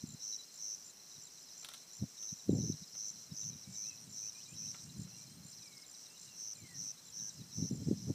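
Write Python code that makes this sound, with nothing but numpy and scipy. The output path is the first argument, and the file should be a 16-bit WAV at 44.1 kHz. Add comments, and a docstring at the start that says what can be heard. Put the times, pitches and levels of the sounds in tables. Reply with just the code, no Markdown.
"""Crickets in open grassland

One cricket chirrs close by, a few farther off, with higher and lower kinds over a distant chorus.
Each chirp is a train of wing strokes, each stroke a short tone that falls as the scraper slows.
Far birds whistle, and gusts buffet and thump a hand-held camera's microphone.
There are a few dry clicks and dull knocks, some from handling the camera."""
import sys
import numpy as np
from scipy import signal
from scipy.fft import rfft, irfft, next_fast_len
from scipy.io import wavfile
from scipy.ndimage import uniform_filter1d, map_coordinates

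SR = 44100
rng = np.random.default_rng(int(sys.argv[2]) if len(sys.argv) > 2 else 0)


def master_out(mix):
    """Clip the mix to full scale and print it as 16-bit PCM to the path in sys.argv[1]."""
    frames = np.transpose(np.atleast_2d(mix))
    ceiling = np.clip(frames, -1, 1)
    pcm = np.round(ceiling * 32767).astype(np.int16)
    wavfile.write(sys.argv[1], SR, pcm)


N = 358974
TIME = np.arange(N) / SR

# Spectra. Each row: frequency in Hz, relative level in dB.
AIR_SPECTRUM = [(20, -16), (50, -2.5), (80, -8.5), (160, 5), (300, 3), (600, -1), (1500, -3.5), (3300, -4),
                (9500, -6), (15000, -8)]  # the steady background
CHORUS_SPECTRUM = [(3000, -59), (3700, -16), (4150, -6), (4550, -14.5), (5100, -3), (5800, -0.5),
                   (6300, -1.5), (6850, -10), (7400, -6), (8100, -10), (8700, -15), (9500, -73)]  # many far insects merged
CLICK_SPECTRUM = [(300, -44), (900, -14), (1400, -7), (2200, -17), (3700, 3.5), (6000, -11), (9000, -7.5),
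                  (15000, -18)]  # a sharp, dry click
KNOCK_SPECTRUM = [(200, -13), (550, 2), (1050, 1.5), (1370, 4), (1700, -2.5), (2300, 2.5), (3700, -4.5),
                  (6000, -30)]  # a dull knock
BUFFET_SPECTRUM = [(20, -16), (45, -8), (75, -5), (105, 1.5), (170, 1.5), (260, -8), (400, -26),
                   (600, -37.5), (1000, -62), (2500, -93)]  # coarse turbulence at the microphone
EDDY_SPECTRUM = [(120, -48), (260, -5), (400, 0), (550, -9.5), (750, -18), (1100, -35), (2500, -80)]  # fine turbulence of hard gusts
WING_RESONANCES = [(4800, 0), (5300, 2.5), (5620, 2), (5830, -7), (6070, 4), (6400, -2), (6900, 2),
                   (11000, 0)]  # the near cricket's wings

# Bird glides. Each row: start and length in seconds, first, middle and last pitch in Hz, level in dB.
BIRD_GLIDES = [(3.602, 0.3, 2250, 2300, 2400, -70.5), (3.831, 0.13, 2350, 2650, 2390, -62),
               (4.85, .09, 2800, 2830, 2950, -71), (5.087, .1, 2630, 2660, 3050, -69),
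               (5.57, 0.34, 2720, 2206, 2316, -67.5), (6.08, .11, 2600, 2770, 3010, -65.5),
               (6.24, 0.14, 2950, 2780, 2600, -69.5), (6.52, .3, 2740, 2084, 1777, -65),
               (7.0, .16, 3620, 3450, 2900, -70.5), (7.118, 0.24, 1640, 1640, 1523, -70)]
# Bird notes that flick upward. Each row: start in seconds, held pitch in Hz, level in dB.
BIRD_FLICKS = [(4.215, 2480, -65), (4.338, 2430, -62.5), (4.462, 2410, -64.5), (4.592, 2480, -66)]
# Two clear, even peeps. Each row: start and length in seconds, pitch in Hz, level in dB.
BIRD_PEEPS = [(0.322, 0.036, 3970, -50), (0.383, 0.039, 3960, -50.5)]
# Dry clicks and dull knocks, some from handling the camera.
# Each row: start in seconds, click level in dB, knock level in dB.
DRY_CLICKS = [(1.628, -60, -57), (1.647, -41, -56.5), (1.656, -56, -72), (1.687, -43, -54),
              (1.716, -66, -62), (1.737, -46, -64), (1.743, -49.5, -62), (2.23, -53, -65),
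              (2.951, -62, -61), (3.435, -55.5, -68), (4.744, -67, -51), (5.074, -65, -65)]

# The light breeze between gusts. Each row: time in seconds, level in dB.
BREEZE_LEVELS = [(0, -82.5), (2.3, -79), (3.2, -69.5), (3.55, -63), (4.3, -68.5), (5.05, -55.5),
                 (5.75, -73.5), (6.25, -76), (6.75, -61.5), (7.0, -71.5), (7.5, -61.5), (8.1, -50.5)]
# Gusts. Each row: arrival at full strength in seconds, hold in seconds, level in dB.
WIND_GUSTS = [(0.034, 0.11, -54.5), (1.178, .01, -61), (2.024, 0.015, -36), (2.491, 0.097, -33.5),
              (2.608, 0.095, -38.5), (2.72, 0.026, -43.5), (2.815, .015, -55), (3.314, 0.029, -53),
              (3.443, 0.12, -53.5), (3.681, 0.013, -48.5), (4.029, 0.079, -59.5), (4.529, 0.035, -54),
              (4.958, 0.1, -48.5), (5.359, 0.097, -56.5), (6.621, .03, -55), (6.75, 0.097, -60),
              (7.19, 0.054, -58), (7.399, 0.014, -47.5), (7.58, 0.081, -40), (7.712, 0.039, -38),
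              (7.775, 0.056, -43), (7.872, 0.064, -34), (8.074, 0.039, -36)]
# Hard pushes of air on the microphone. Each row: time in seconds, level in dB.
HARD_PUSHES = [(.0409, -29.5), (.148, -39), (2.0262, -27), (2.329, -36.5), (2.4954, -15), (2.5316, -21),
               (2.7003, -23.5), (3.324, -37.5), (4.998, -33.5), (7.6266, -27), (7.7125, -25),
               (7.8875, -23.5), (7.9136, -18), (8.1049, -22.5)]

# Calls of three insects. Each row: last stroke in seconds, level in dB, number of strokes.
TICK_RUNS = [(.433, -57, 5), (1.12, -57, 1), (1.492, -57, 4), (2.029, -62.5, 3), (2.838, -56, 7),
             (3.866, -58, 6), (4.3, -62.5, 3), (4.899, -56.5, 6), (6.284, -57.5, 7), (7.636, -57, 7)]  # slow, low ticks
TRILL_SPELLS = [(.6, -60, 12), (2.0, -63, 19), (3.27, -60.5, 12), (4.7, -67, 17), (5.54, -59.5, 12),
                (6.83, -65, 14), (8.1, -68, 15)]  # an even, low trill
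RASP_RUNS = [(1.52, -55, 3), (2.98, -52, 4), (3.37, -49.5, 2), (4.435, -55.5, 3), (5.68, -52.5, 4),
             (5.825, -51, 2), (5.945, -55, 2), (7.38, -53.5, 1), (7.892, -57, 2), (8.028, -52, 2)]  # a raspy, steeply falling call
# Short chirps of a small, high cricket. Each row: last stroke in seconds, number of strokes.
HIGH_CHIRPS = [(.141, 5), (.577, 3), (.899, 4), (1.272, 4), (1.631, 4), (1.986, 4), (2.572, 5), (3.119, 4),
               (3.449, 4), (3.776, 4), (4.148, 4), (4.542, 4), (5.035, 4), (5.518, 5), (5.916, 4),
               (6.248, 4), (6.621, 5), (7.104, 4), (7.775, 5)]
# Bouts of evenly spaced chirps. Each row: ends of the first and last chirp in seconds,
# number of chirps, first and last level in dB.
THIN_BOUTS = [(3.742, 5.522, 12, -63, -62), (5.668, 6.88, 9, -62.5, -61.5), (7.02, 7.65, 5, -67, -70)]  # a thin, very high cricket
NEIGHBOUR_BOUTS = [(.045, 5.24, 14, -50.5, -49.5), (1.09, 3.66, 8, -53.5, -58), (5.07, 7.89, 8, -66, -57),
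                   (5.668, 8.12, 7, -51, -50.5)]  # the near cricket's neighbours
# Chirps of the near cricket. Each row: last stroke in seconds, level in dB.
NEAR_CHIRPS = [(.3646, -37.5), (.7491, -37.5), (2.3391, -39), (2.7234, -38.5), (3.1032, -37.5),
               (3.4994, -38), (3.8974, -38), (4.2962, -38.5), (4.7162, -39), (6.5322, -39.5),
               (6.916, -38.5), (7.2939, -38.5), (7.6892, -39)]


def amp(db):
    """Amplitude grows tenfold for every 20 dB."""
    return 10 ** (np.asarray(db) / 20)


def unit_rms(x):
    """Normalisation brings a signal to a mean power of 1."""
    return x / np.sqrt(np.mean(x ** 2) + 1e-20)


def wobble(knots_per_s):
    """Interpolation between random knots gives a smooth fluctuation."""
    return map_coordinates(rng.standard_normal(int(N * knots_per_s / SR) + 4), [TIME * knots_per_s])


def filtered(x, response):
    """A linear filter multiplies the spectrum by its frequency response."""
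    size = next_fast_len(N + SR // 2)
    return irfft(rfft(x, size) * response(np.fft.rfftfreq(size, 1 / SR)), size)[:N]


def coloured(x, spectrum):
    """A filter imposes a spectrum, interpolated on a logarithmic frequency axis."""
    knots_hz, db = np.transpose(spectrum)
    return filtered(x, lambda hz: amp(np.interp(np.log(hz + 1), np.log(knots_hz + 1), db)))


def noise(spectrum):
    """White noise takes on the spectrum of its filter; the rms is set to 1."""
    return unit_rms(coloured(rng.standard_normal(N), spectrum))


def add(track, start_s, sound):
    """By superposition, a sound adds to the track from its start time."""
    first = int(round(start_s * SR))
    lo, hi = max(first, 0), min(first + len(sound), N)
    if hi > lo:
        track[lo:hi] += sound[lo - first:hi - first]


def scattered(x, wet_db, t60):
    """Scattering in the grass adds a short diffuse tail to the direct sound."""
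    t = np.arange(SR // 4) / SR
    tails = rng.standard_normal((2, len(t))) * amp(-60 * t / t60)
    path_a, path_b = signal.fftconvolve(x[None], tails / np.linalg.norm(tails[0]), axes=1)[:, :N]
    sway = 2 * np.pi * 17 * TIME + wobble(20)  # the paths change as the grass moves
    return x + amp(wet_db) * np.std(x) * unit_rms(path_a * np.cos(sway) + path_b * np.sin(sway))


def wing_stroke(hz, fall_hz, stroke_s, rasp, overtone_db):
    """Pitch is the rate of tooth strikes: the scraper slows along the file, so the tone falls."""
    progress = np.arange(int(stroke_s * SR)) / (stroke_s * SR)
    uneven_catch = np.interp(progress, np.linspace(0, 1, 20), rng.standard_normal(20))
    pitch = hz + fall_hz * (.5 - progress) + rasp * hz * uneven_catch
    phase = 2 * np.pi * np.cumsum(pitch) / SR
    phase -= phase[len(phase) // 2]  # successive strokes are nearly alike
    return np.sin(np.pi * progress) * (np.sin(phase) + amp(overtone_db) * np.sin(2 * phase))


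def stridulation(chirps, strokes_per_s, hz, fall_hz, stroke_s, rasp, settle_s, onset_db, overtone_db):
    """Repeated strokes form a chirp; force and pitch settle from their onset, then it stops dead."""
    out = np.zeros(N)
    for last_s, db, strokes in chirps:
        ages = np.arange(int(round(strokes))) / (strokes_per_s * (1 + .004 * rng.standard_normal()))
        chirp_hz = hz * (1 + .0037 * rng.standard_normal())
        for age, (size, detune, slip) in zip(ages, rng.standard_normal((len(ages), 3))):
            force_db = onset_db * max(1 - age / settle_s, 0)
            stroke_hz = chirp_hz * (1 + .003 * force_db + .003 * detune)  # softer is flatter
            tone = wing_stroke(stroke_hz, fall_hz, stroke_s, rasp, overtone_db)
            start_s = last_s - ages[-1] + age - stroke_s / 2 + .00002 * slip
            add(out, start_s, amp(db + force_db + .5 * size) * tone)
    return out


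def bout_chirps(bouts, strokes):
    """Within a bout the chirps recur periodically while their level drifts linearly in dB."""
    return [(s, db, strokes) for first_s, last_s, count, first_db, last_db in bouts
            for s, db in np.linspace((first_s, first_db), (last_s, last_db), int(round(count)))]


def stray_chirps(db, strokes, count):
    """One chirp falls at random in each equal span of time, so no rhythm forms."""
    place, size = rng.random(count), rng.standard_normal(count)
    return [((k + place[k]) * N / SR / count, db + 2 * size[k], strokes) for k in range(count)]


def chorus():
    """Many far insects sum incoherently to a shimmer, from which a few stand out."""
    low = stridulation(stray_chirps(db=-62.5, strokes=3, count=36), strokes_per_s=15, hz=4093,
                       fall_hz=380, stroke_s=.018, rasp=.012, settle_s=.05, onset_db=2.5,
                       overtone_db=-32)
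    middle = stridulation(stray_chirps(db=-59.5, strokes=3, count=40), strokes_per_s=21, hz=5140,
                          fall_hz=905, stroke_s=.017, rasp=.028, settle_s=.078, onset_db=-4,
                          overtone_db=-36)
    high = stridulation(stray_chirps(db=-58, strokes=5, count=30), strokes_per_s=62, hz=7290,
                        fall_hz=1090, stroke_s=.009, rasp=.0077, settle_s=.019, onset_db=-3,
                        overtone_db=-50)
    shimmer = noise(CHORUS_SPECTRUM) * amp(-60.5 + 1.7 * wobble(9) + 1.5 * wobble(150))
    return scattered(low + middle + high, wet_db=-13.5, t60=.069) + shimmer


def whistle(pitch):
    """A pure tone with soft ends, whose phase is the integral of its frequency."""
    return signal.windows.tukey(len(pitch), .5) * np.sin(2 * np.pi * np.cumsum(pitch) / SR)


def stray_glides(span_s, typical_hz, length_s, db, count):
    """Farther birds give faint glides of chance pitch and slope, in rows like BIRD_GLIDES."""
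    notes = []
    for s in np.linspace(*span_s, count):
        late, detune, slope, arch = rng.standard_normal(4)
        contour_hz = typical_hz * np.exp(.12 * detune + .08 * np.array([-slope, arch / 2, slope]))
        notes.append((s + length_s * late, length_s, *contour_hz, db))
    return notes


def birds():
    """Moving air makes far whistles flutter and smear; two nearer peeps arrive directly."""
    far, peeps, waver = np.zeros(N), np.zeros(N), wobble(90)
    strays = stray_glides(span_s=(3.4, 8), typical_hz=2830, length_s=.15, db=-75, count=12)
    for s, length_s, first_hz, middle_hz, last_hz, db in list(BIRD_GLIDES) + strays:
        progress = np.linspace(0, 1, int(length_s * SR))
        glide_hz = np.polyval(np.polyfit([0, .5, 1], [first_hz, middle_hz, last_hz], 2), progress)
        waver_hz = 28 * np.interp(s + progress * length_s, TIME, waver)
        swell_db = -7 * (2 * progress - 1) ** 2
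        add(far, s, amp(db + swell_db) * whistle(glide_hz + waver_hz))
    progress = np.linspace(0, 1, int(.1 * SR))
    for s, hz, db in BIRD_FLICKS:
        roughness = np.interp(progress, np.linspace(0, 1, 200), rng.standard_normal(200))
        rise = .89 * progress ** 5 * (1 + .45 * roughness)  # the voice roughens as it rises
        add(far, s, amp(db) * whistle(hz * (1 + rise)))
    for s, length_s, hz, db in BIRD_PEEPS:
        add(peeps, s, amp(db) * whistle(np.full(int(length_s * SR), hz)))
    flutter = amp(2 * wobble(40) - 1.5)
    return peeps + scattered(far * flutter, wet_db=-6, t60=.3)


def dry_clicks():
    """Each transient is a sharp click, a dull knock and a short ring, all decaying exponentially."""
    click, knock, ring = np.zeros((3, N))
    t = np.arange(SR // 5) / SR
    for s, click_db, knock_db in DRY_CLICKS:
        # the weaker, slower decays leave a brief rustle
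        add(click, s, amp(click_db) * (amp(-60 * t / .023) + amp(-18.5 - 60 * t / .24)))
        add(knock, s, amp(knock_db) * (amp(-60 * t / .043) + amp(-18 - 60 * t / .43)))
        ring_hz = 1367 * (1 + .02 * rng.standard_normal())
        add(ring, s, amp(knock_db - 6 - 60 * t / .11) * np.sin(2 * np.pi * ring_hz * t))
    return click * noise(CLICK_SPECTRUM) + knock * noise(KNOCK_SPECTRUM) + ring


def wind_level_db(rise_db_per_s, fall_db_per_s):
    """Powers add: each gust builds, holds and dies away above the breeze."""
    power = amp(np.interp(TIME, *np.transpose(BREEZE_LEVELS)) + 3.3 * wobble(18)) ** 2
    for s, hold_s, db in WIND_GUSTS:
        before_s, after_s = np.maximum(s - TIME, 0), np.maximum(TIME - s - hold_s, 0)
        power += amp(db - rise_db_per_s * before_s - fall_db_per_s * after_s) ** 2
    return 10 * np.log10(power)


def thumps(pushes):
    """A pressure pulse pulls the diaphragm in and lets it swing back, the harder the sharper."""
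    out, t = np.zeros(N), np.arange(-SR // 50, SR // 50) / SR
    for s, db in pushes:
        hz = max(190 * amp(.24 * (db + 28)), 140)
        swing = np.cos(2 * np.pi * hz * t) / (1 + (1.38 * hz * t) ** 2) ** 3
        add(out, s + t[0], -amp(db) * swing)
    return out


def wind(eddies_per_s=75):
    """Turbulence rumbles at the microphone port, eddies patter on it, and hard pushes thump."""
    wind_db = wind_level_db(rise_db_per_s=897, fall_db_per_s=900) + 1.2 * wobble(50)
    coarse = noise(BUFFET_SPECTRUM)
    running_rms = np.sqrt(np.abs(uniform_filter1d(coarse ** 2, size=1300)) + 1e-6)
    coarse /= running_rms  # the wind level alone sets its strength
    fine = noise(EDDY_SPECTRUM) * amp(-17 + .92 * (wind_db + 36))  # grows faster with wind speed
    rumble = amp(wind_db - 1) * (coarse + fine)
    late, size = rng.standard_normal((int(eddies_per_s * N / SR), 2)).T
    eddy_s = (np.arange(len(late)) + .256 * late) / eddies_per_s
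    eddy_db = np.interp(eddy_s, TIME, wind_db) + 1.5 + 2.5 * size
    pressure = rumble + thumps(zip(eddy_s, eddy_db)) + thumps(HARD_PUSHES)
    # the microphone rejects slow pressure changes
    return filtered(pressure, lambda hz: 1 - 1 / (1 + (hz / 84) ** 6))


def other_insects():
    """Five more kinds stridulate, each with its own pitch and stroke rate."""
    fading_chirps = [(s, -48 - .36 * s, strokes) for s, strokes in HIGH_CHIRPS]
    high = stridulation(fading_chirps, strokes_per_s=60.3, hz=7266, fall_hz=248,
                        stroke_s=.0095, rasp=.0032, settle_s=.016, onset_db=-1, overtone_db=-47)
    thin = stridulation(bout_chirps(THIN_BOUTS, strokes=4), strokes_per_s=52, hz=8516, fall_hz=261,
                        stroke_s=.019, rasp=.006, settle_s=.022, onset_db=-.5, overtone_db=-50)
    ticks = stridulation(TICK_RUNS, strokes_per_s=9.13, hz=3923, fall_hz=383,
                         stroke_s=.021, rasp=.019, settle_s=.1, onset_db=0, overtone_db=-42)
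    trill = stridulation(TRILL_SPELLS, strokes_per_s=18.7, hz=4176, fall_hz=192,
                         stroke_s=.028, rasp=.006, settle_s=.17, onset_db=-3.5, overtone_db=-30)
    rasps = stridulation(RASP_RUNS, strokes_per_s=20, hz=5180, fall_hz=805,
                         stroke_s=.021, rasp=.032, settle_s=.037, onset_db=-.5, overtone_db=-33)
    return scattered(high + thin + ticks + trill + rasps, wet_db=-17.5, t60=.13)


def neighbour_crickets():
    """With distance, chirps arrive fainter and with a larger share of scattered sound."""
    chirps = bout_chirps(NEIGHBOUR_BOUTS, strokes=19)
    chirr = stridulation(chirps, strokes_per_s=110, hz=5807, fall_hz=1240,
                         stroke_s=.008, rasp=.016, settle_s=.03, onset_db=-5.5, overtone_db=-24.5)
    return scattered(chirr, wet_db=-10, t60=.03)


def near_cricket():
    """Each falling stroke sweeps through the wing resonances, which colour the loud chirr."""
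    chirps = [(s, db, 19) for s, db in NEAR_CHIRPS]  # 19 strokes each
    chirr = stridulation(chirps, strokes_per_s=106.5, hz=5914, fall_hz=1180,
                         stroke_s=.008, rasp=.016, settle_s=.047, onset_db=-10.5, overtone_db=-29)
    return scattered(coloured(chirr, WING_RESONANCES), wet_db=-17, t60=.03)


def scene():
    """The pressures of all sources superpose at one microphone."""
    air = amp(-64) * noise(AIR_SPECTRUM)
    background = air + chorus() + birds() + dry_clicks() + wind()
    return (background + other_insects() + neighbour_crickets() + near_cricket())[None]


def record(dry):
    """The camera is a low-pass system: it keeps nothing above its band limit."""
    return np.array([filtered(x, lambda hz: hz < 15350) for x in dry])


dry = scene()
out = record(dry)
master_out(out)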